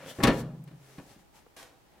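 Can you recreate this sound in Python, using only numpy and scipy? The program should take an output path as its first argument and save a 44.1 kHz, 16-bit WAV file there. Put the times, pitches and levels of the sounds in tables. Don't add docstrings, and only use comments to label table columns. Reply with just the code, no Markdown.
import sys
import numpy as np
from scipy import signal
from scipy.fft import rfft, irfft, next_fast_len
from scipy.io import wavfile

SR = 44100
rng = np.random.default_rng(int(sys.argv[2]) if len(sys.argv) > 2 else 0)


def unload_wav(signal):
    wavfile.write(
        sys.argv[1],
        SR,
        np.round(np.clip(np.atleast_2d(signal).T, -1, 1) * 32767).astype(np.int16),
    )


N = 88200

# frequency in Hz, relative density in dB per Hz.
AIR_SPECTRUM = [(12, -32), (20, 8), (219, -4.5), (352, -1), (404, -5), (705, -6), (1100, -9.5), (1380, -12),
                (2840, -16), (3260, -17), (11400, -24.5), (14300, -31.5), (15500, -24)]
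# frequency in Hz, likeness from 0 to 1.
AIR_LIKENESS = [(50, 0.17), (500, 0.14), (2000, 0), (10000, 0.13)]
# centre in Hz, spread in Hz, level in dB.
AIR_BANDS = [(808, 35, -75), (14460, 130, -80)]
AIR_DB = -62

# peak in seconds, rise in seconds, fall in seconds,
# body level in dB, hiss level in dB, resonance of the rubbed spot in Hz, level of that resonance in dB.
HAND_STROKES = [(.03, 0.057, 0.12, -49.5, -61, 555, -55), (0.106, 0.041, 0.024, -50, -48.5, 3220, -52.5),
                (0.168, 0.046, 0.2, -56, -56.5, 560, -66), (.345, 0.044, 0.032, -57, -52.5, 610, -50),
                (.403, 0.045, 0.019, -50, -48.5, 4100, -61), (.92, 0.12, 0.2, -61.5, -62.5, 415, -66.5),
                (1.115, 0.055, 0.043, -59.5, -61, 830, -65), (1.201, 0.029, 0.03, -67, -68.5, 183, -63.5),
                (1.365, 0.026, 0.047, -60.5, -62, 890, -64), (1.99, 0.098, .05, -65.5, -85, 820, -69)]
# frequency in Hz, relative density in dB per Hz.
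RUB_BODY_SPECTRUM = [(40, -18.5), (150, 1.5), (350, -6.5), (580, -2), (1100, -8.5), (1800, -8),
                     (3000, -12.5), (6000, -27), (15000, -70)]
# frequency in Hz, relative density in dB per Hz.
RUB_HISS_SPECTRUM = [(300, -21.5), (1500, -7.5), (3000, -3.5), (6000, -0.5), (11000, -4.5), (15000, -10)]
SPOT_OCTAVES = 0.13

# frequency in Hz, time to fall 60 dB in seconds.
ROOM_DECAY = [(100, 0.76), (300, 0.65), (1000, .58), (2000, 0.4), (4000, 0.4), (12000, 0.22)]
ROOM_DB, SCUFF_ROOM_DB = -12.5, -3.5

# start in seconds, relative thud, clang and crack strengths in dB,
# time constant of the rise in seconds, ring time as a share of the free ring.
CONTACTS = [(.186, -26, -43, -75, 0.0015, 0.58), (0.202, -30, -33, -64, 0.0009, 0.82),
            (0.2271, -25, -29.5, -37, 0.0025, 1), (.2342, -15, -18, -18, 0.0014, 0.62),
            (0.2431, -21.5, -25, -32, 0.0026, 0.82), (0.2696, -19, -23, -29, 0.0018, 0.93),
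            (0.2756, -15, -24, -34, 0.0018, 0.74), (.2985, -26, -29.5, -48, 0.0013, 0.68),
            (.674, -54, -57.5, -59, 0.0027, 1), (0.712, -46, -60, -74, 0.00073, 0.71),
            (.981, -36.5, -45, -55, 0.0023, 0.49), (1.017, -47, -65, -77, 0.0013, 0.3),
            (1.162, -45.5, -81, -66, 0.00062, 0.21)]
THUD_HZ, CLANG_HZ, CRACK_HZ = 211, 1700, 8550
# frequency in Hz, relative density in dB per Hz.
SHEET_SPECTRUM = [(25, -64), (55, -13), (85, -6), (130, 2), (270, -3), (500, -7.5), (1000, -13.5),
                  (2000, -9), (4300, -11.5), (4900, -16), (10000, -18), (15500, -24)]
# frequency in Hz, time to fall 60 dB in seconds.
FREE_DECAY = [(60, 0.29), (250, 0.28), (700, 0.36), (2000, 0.2), (4000, 0.13), (7000, 0.097),
              (15000, 0.058)]
# frequency in Hz, relative level in dB.
BIN_MODES = [(122, -7.5), (172, -13), (243, -10), (266, -9), (292, -4), (383, -7), (436, -22), (484, -11.5),
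             (546, -12.5), (596, -15), (702, -17)]
# frequency in Hz, relative level in dB.
RING_MODES = [(807, -13.5), (852, -29), (966, -15), (1061, -14.5), (1119, -11.5), (1285, -17.5),
              (1454, -23), (1491, -21), (1725, -12), (1794, -11.5), (1880, -21), (2211, -26), (2470, -13.5),
              (2790, -15.5), (3008, -18), (3190, -22), (3600, -20), (4190, -14.5), (4310, -15), (4430, -15),
              (5620, -19.5)]
SHEET_DB, BIN_DB, RING_DB = 16.5, -3.5, -1.5
BIN_LENGTH = 0.79
MODE_PAN_DB_PER_KHZ = 2.1
# frequency in Hz, likeness from 0 to 1.
METAL_LIKENESS = [(60, .98), (300, .975), (1000, .85), (3000, .68), (8000, .5), (15000, .3)]
# frequency in Hz, left over right in dB.
LEFT_LEAD = [(60, .2), (400, .6), (1300, 2.2), (3000, 3.7), (8000, 1.8), (15000, 2.5)]

# frequency in Hz, level in dB,
# free time to fall 60 dB in seconds, moment the fingers begin to stop it in seconds.
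LID_MODES = [(96.4, -41, 0.53, 0.9), (132.6, -32, 1.52, 1.2), (146.2, -41.5, 2.9, .8),
             (162, -33, 1.6, 0.778), (184.5, -32.5, 1.07, .8), (265.6, -38.5, 0.97, 0.36),
             (347, -41, 0.52, 1.1), (483, -52, .9, 1.1)]
LID_S, LID_RISE_S, FINGER_T60 = 0.236, 0.012, 0.14

# start in seconds, level in dB, centre in Hz,
# spread in octaves, time to fall 60 dB in seconds.
METAL_TICKS = [(.639, -56, 12000, .6, .035), (1.4645, -51, 300, 1.25, .035)]

# frequency in Hz, relative density in dB per Hz.
SCUFF_SPECTRUM = [(47, -53), (80, -6), (206, -22.5), (263, -3), (521, -11), (864, -8.5), (1080, -11),
                  (1950, -11), (2970, -14), (13300, -21), (15500, -32)]
# frequency in Hz, likeness from 0 to 1.
SCUFF_LIKENESS = [(100, .8), (700, 0.92), (1500, 0.7), (3100, 0.24), (7000, 0.46), (15000, 0)]
# start in seconds, level in dB.
GRIT_CATCHES = [(1.566, -47.5), (1.579, -53), (1.594, -61), (1.618, -55), (1.629, -44.5)]
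SCUFF_S, SCUFF_RISE_S, SCUFF_HOLD_S = 1.563, 0.003, 0.044
SCUFF_DB, SCUFF_T60, CATCH_T60 = -50.5, 0.29, 0.036

LOW_CUT_HZ, TOP_HZ = 34, 15900


def amp(db):
    return 10 ** (np.asarray(db) / 20)


def unit(x):
    return x / np.sqrt(np.mean(x ** 2) + 1e-20)


def along(points, hz):
    f, v = np.transpose(points)
    return np.interp(np.log(hz + 1), np.log(f + 1), v)


def filtered(x, response):
    m = next_fast_len(N + SR // 4)
    spectrum = rfft(x, m) * response(np.fft.rfftfreq(m, 1 / SR))
    return irfft(spectrum, m)[..., :N]


def octave_band(x, centre, octaves):
    return filtered(x, lambda hz: np.exp(-(np.log2((hz + 1) / centre) / octaves) ** 2 / 2))


def add(track, s, sound):
    part = track[..., max(round(s * SR), 0):][..., :sound.shape[-1]]
    part += sound[..., :part.shape[-1]]


def stereo(pair, alike):
    def mid_side_gains(hz):
        turn = np.arccos(np.clip(along(alike, hz), 0, 1)) / 2
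        return np.array([np.cos(turn), np.sin(turn)])

    mid, side = filtered(pair, mid_side_gains)
    return np.array([mid + side, mid - side])


def grains(spectrum, alike, grit_db, size=32):
    strengths = amp(grit_db * rng.standard_normal(N // size + 1))
    slips = np.repeat(strengths, size)[:N]
    noise = rng.standard_normal((2, N)) * slips
    coloured = filtered(noise, lambda hz: amp(along(spectrum, hz)))
    return unit(stereo(coloured, alike))


def dying(t60, colour_db, size=512):
    hz, t, z = signal.stft(rng.standard_normal((2, SR // 2)), SR, nperseg=size)
    level_db = colour_db(hz)[:, None] - 60 * t / t60(hz)[:, None]
    return signal.istft(z * amp(level_db), SR, nperseg=size)[1]


def modes(table, strength, length, scatter_db):
    t = np.arange(SR // 2) / SR
    hz, db = np.transpose(table)
    side = (-1) ** np.arange(len(hz))
    pan_db = np.outer([.5, -.5], side * MODE_PAN_DB_PER_KHZ * hz / 1000)
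    scatter = scatter_db * rng.standard_normal(len(hz))
    gains = side * amp(db + along(strength, hz) + pan_db + scatter)
    t60 = length * along(FREE_DECAY, hz)[:, None]
    return gains @ (np.sin(2 * np.pi * hz[:, None] * t) * np.exp(-np.log(1000) * t / t60))


def air():
    out = amp(AIR_DB) * grains(AIR_SPECTRUM, AIR_LIKENESS, grit_db=1.0)
    for centre, spread, db in AIR_BANDS:
        noise = rng.standard_normal((2, N))
        band = filtered(noise, lambda hz: np.exp(-((hz - centre) / spread) ** 2 / 2))
        out = out + amp(db) * unit(stereo(band, AIR_LIKENESS))
    return out


def hand():
    t = np.arange(N) / SR
    body, hiss, spots = np.zeros(N), np.zeros(N), np.zeros(N)
    for s, rise, fall, body_db, hiss_db, spot_hz, spot_db in HAND_STROKES:
        speed = np.exp(-((t - s) / np.where(t < s, rise, fall)) ** 2)
        body = np.hypot(body, amp(body_db) * speed)
        hiss = np.hypot(hiss, amp(hiss_db) * speed)
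        spot = octave_band(rng.standard_normal(N), spot_hz, SPOT_OCTAVES)
        spots = spots + amp(spot_db) * speed * unit(spot)
    rub = body * grains(RUB_BODY_SPECTRUM, METAL_LIKENESS, grit_db=3.5)
    skin = hiss * grains(RUB_HISS_SPECTRUM, AIR_LIKENESS, grit_db=0.5)
    return rub + skin + spots


def room(x):
    tail = dying(lambda hz: along(ROOM_DECAY, hz), np.zeros_like)
    tail = tail / np.linalg.norm(tail[0])
    wet = signal.fftconvolve(x.mean(axis=0)[None], tail, axes=1)[:, :N]
    return stereo(wet, METAL_LIKENESS)


def clamp():
    sheet, clear = np.zeros((2, N)), np.zeros((2, N))
    for s, thud, clang, crack, rise, length in CONTACTS:
        strength = [(THUD_HZ, thud), (CLANG_HZ, clang), (CRACK_HZ, crack)]

        def struck(x):
            return x * (1 - np.exp(-np.arange(x.shape[-1]) / SR / rise))

        crowd = dying(lambda hz: length * along(FREE_DECAY, hz),
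                      lambda hz: along(SHEET_SPECTRUM, hz) + along(strength, hz), size=256)
        add(sheet, s, amp(SHEET_DB) * struck(crowd))
        wall = amp(BIN_DB) * modes(BIN_MODES, strength, BIN_LENGTH * length, scatter_db=0)
        ring = amp(RING_DB) * modes(RING_MODES, strength, length, scatter_db=1)
        add(clear, s, struck(wall + ring))
    return stereo(sheet, METAL_LIKENESS) + clear


def lid():
    t = np.arange(N) / SR
    age = np.maximum(t - LID_S, 0)
    hum = np.zeros(N)
    for hz, db, t60, stop in LID_MODES:
        finger_db = 60 * np.maximum(t - stop, 0) / FINGER_T60
        hum += amp(db - 60 * age / t60 - finger_db) * np.sin(2 * np.pi * hz * age)
    return hum * (1 - np.exp(-age / LID_RISE_S))


def ticks():
    out, t = np.zeros((2, N)), np.arange(SR // 8) / SR
    for s, db, centre, octaves, t60 in METAL_TICKS:
        band = unit(octave_band(rng.standard_normal((2, N)), centre, octaves))
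        add(out, s, stereo(band, METAL_LIKENESS)[:, :len(t)] * amp(db - 60 * t / t60))
    return out


def scuff():
    t = np.arange(N) / SR
    onset = np.clip((t - SCUFF_S) / SCUFF_RISE_S, 0, 1)
    fall_db = 60 * np.maximum(t - SCUFF_S - SCUFF_HOLD_S, 0) / SCUFF_T60
    level = onset * amp(SCUFF_DB - fall_db)
    for s, db in GRIT_CATCHES:
        level = np.hypot(level, (t >= s) * amp(db - 60 * np.abs(t - s) / CATCH_T60))
    return level * grains(SCUFF_SPECTRUM, SCUFF_LIKENESS, grit_db=2)


def scene():
    metal, far = clamp() + hand(), scuff()
    near = metal + lid() + ticks() + amp(ROOM_DB) * room(metal)
    placed = filtered(near, lambda hz: amp(np.outer([.5, -.5], along(LEFT_LEAD, hz))))
    return placed + far + amp(SCUFF_ROOM_DB) * room(far) + air()


def record(dry):
    low_cut = signal.butter(1, LOW_CUT_HZ, "high", fs=SR, output="sos")
    thinned = signal.sosfilt(low_cut, dry)
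    return filtered(thinned, lambda hz: 1 / np.sqrt(1 + (hz / TOP_HZ) ** 160))


dry = scene()
out = record(dry)
unload_wav(out)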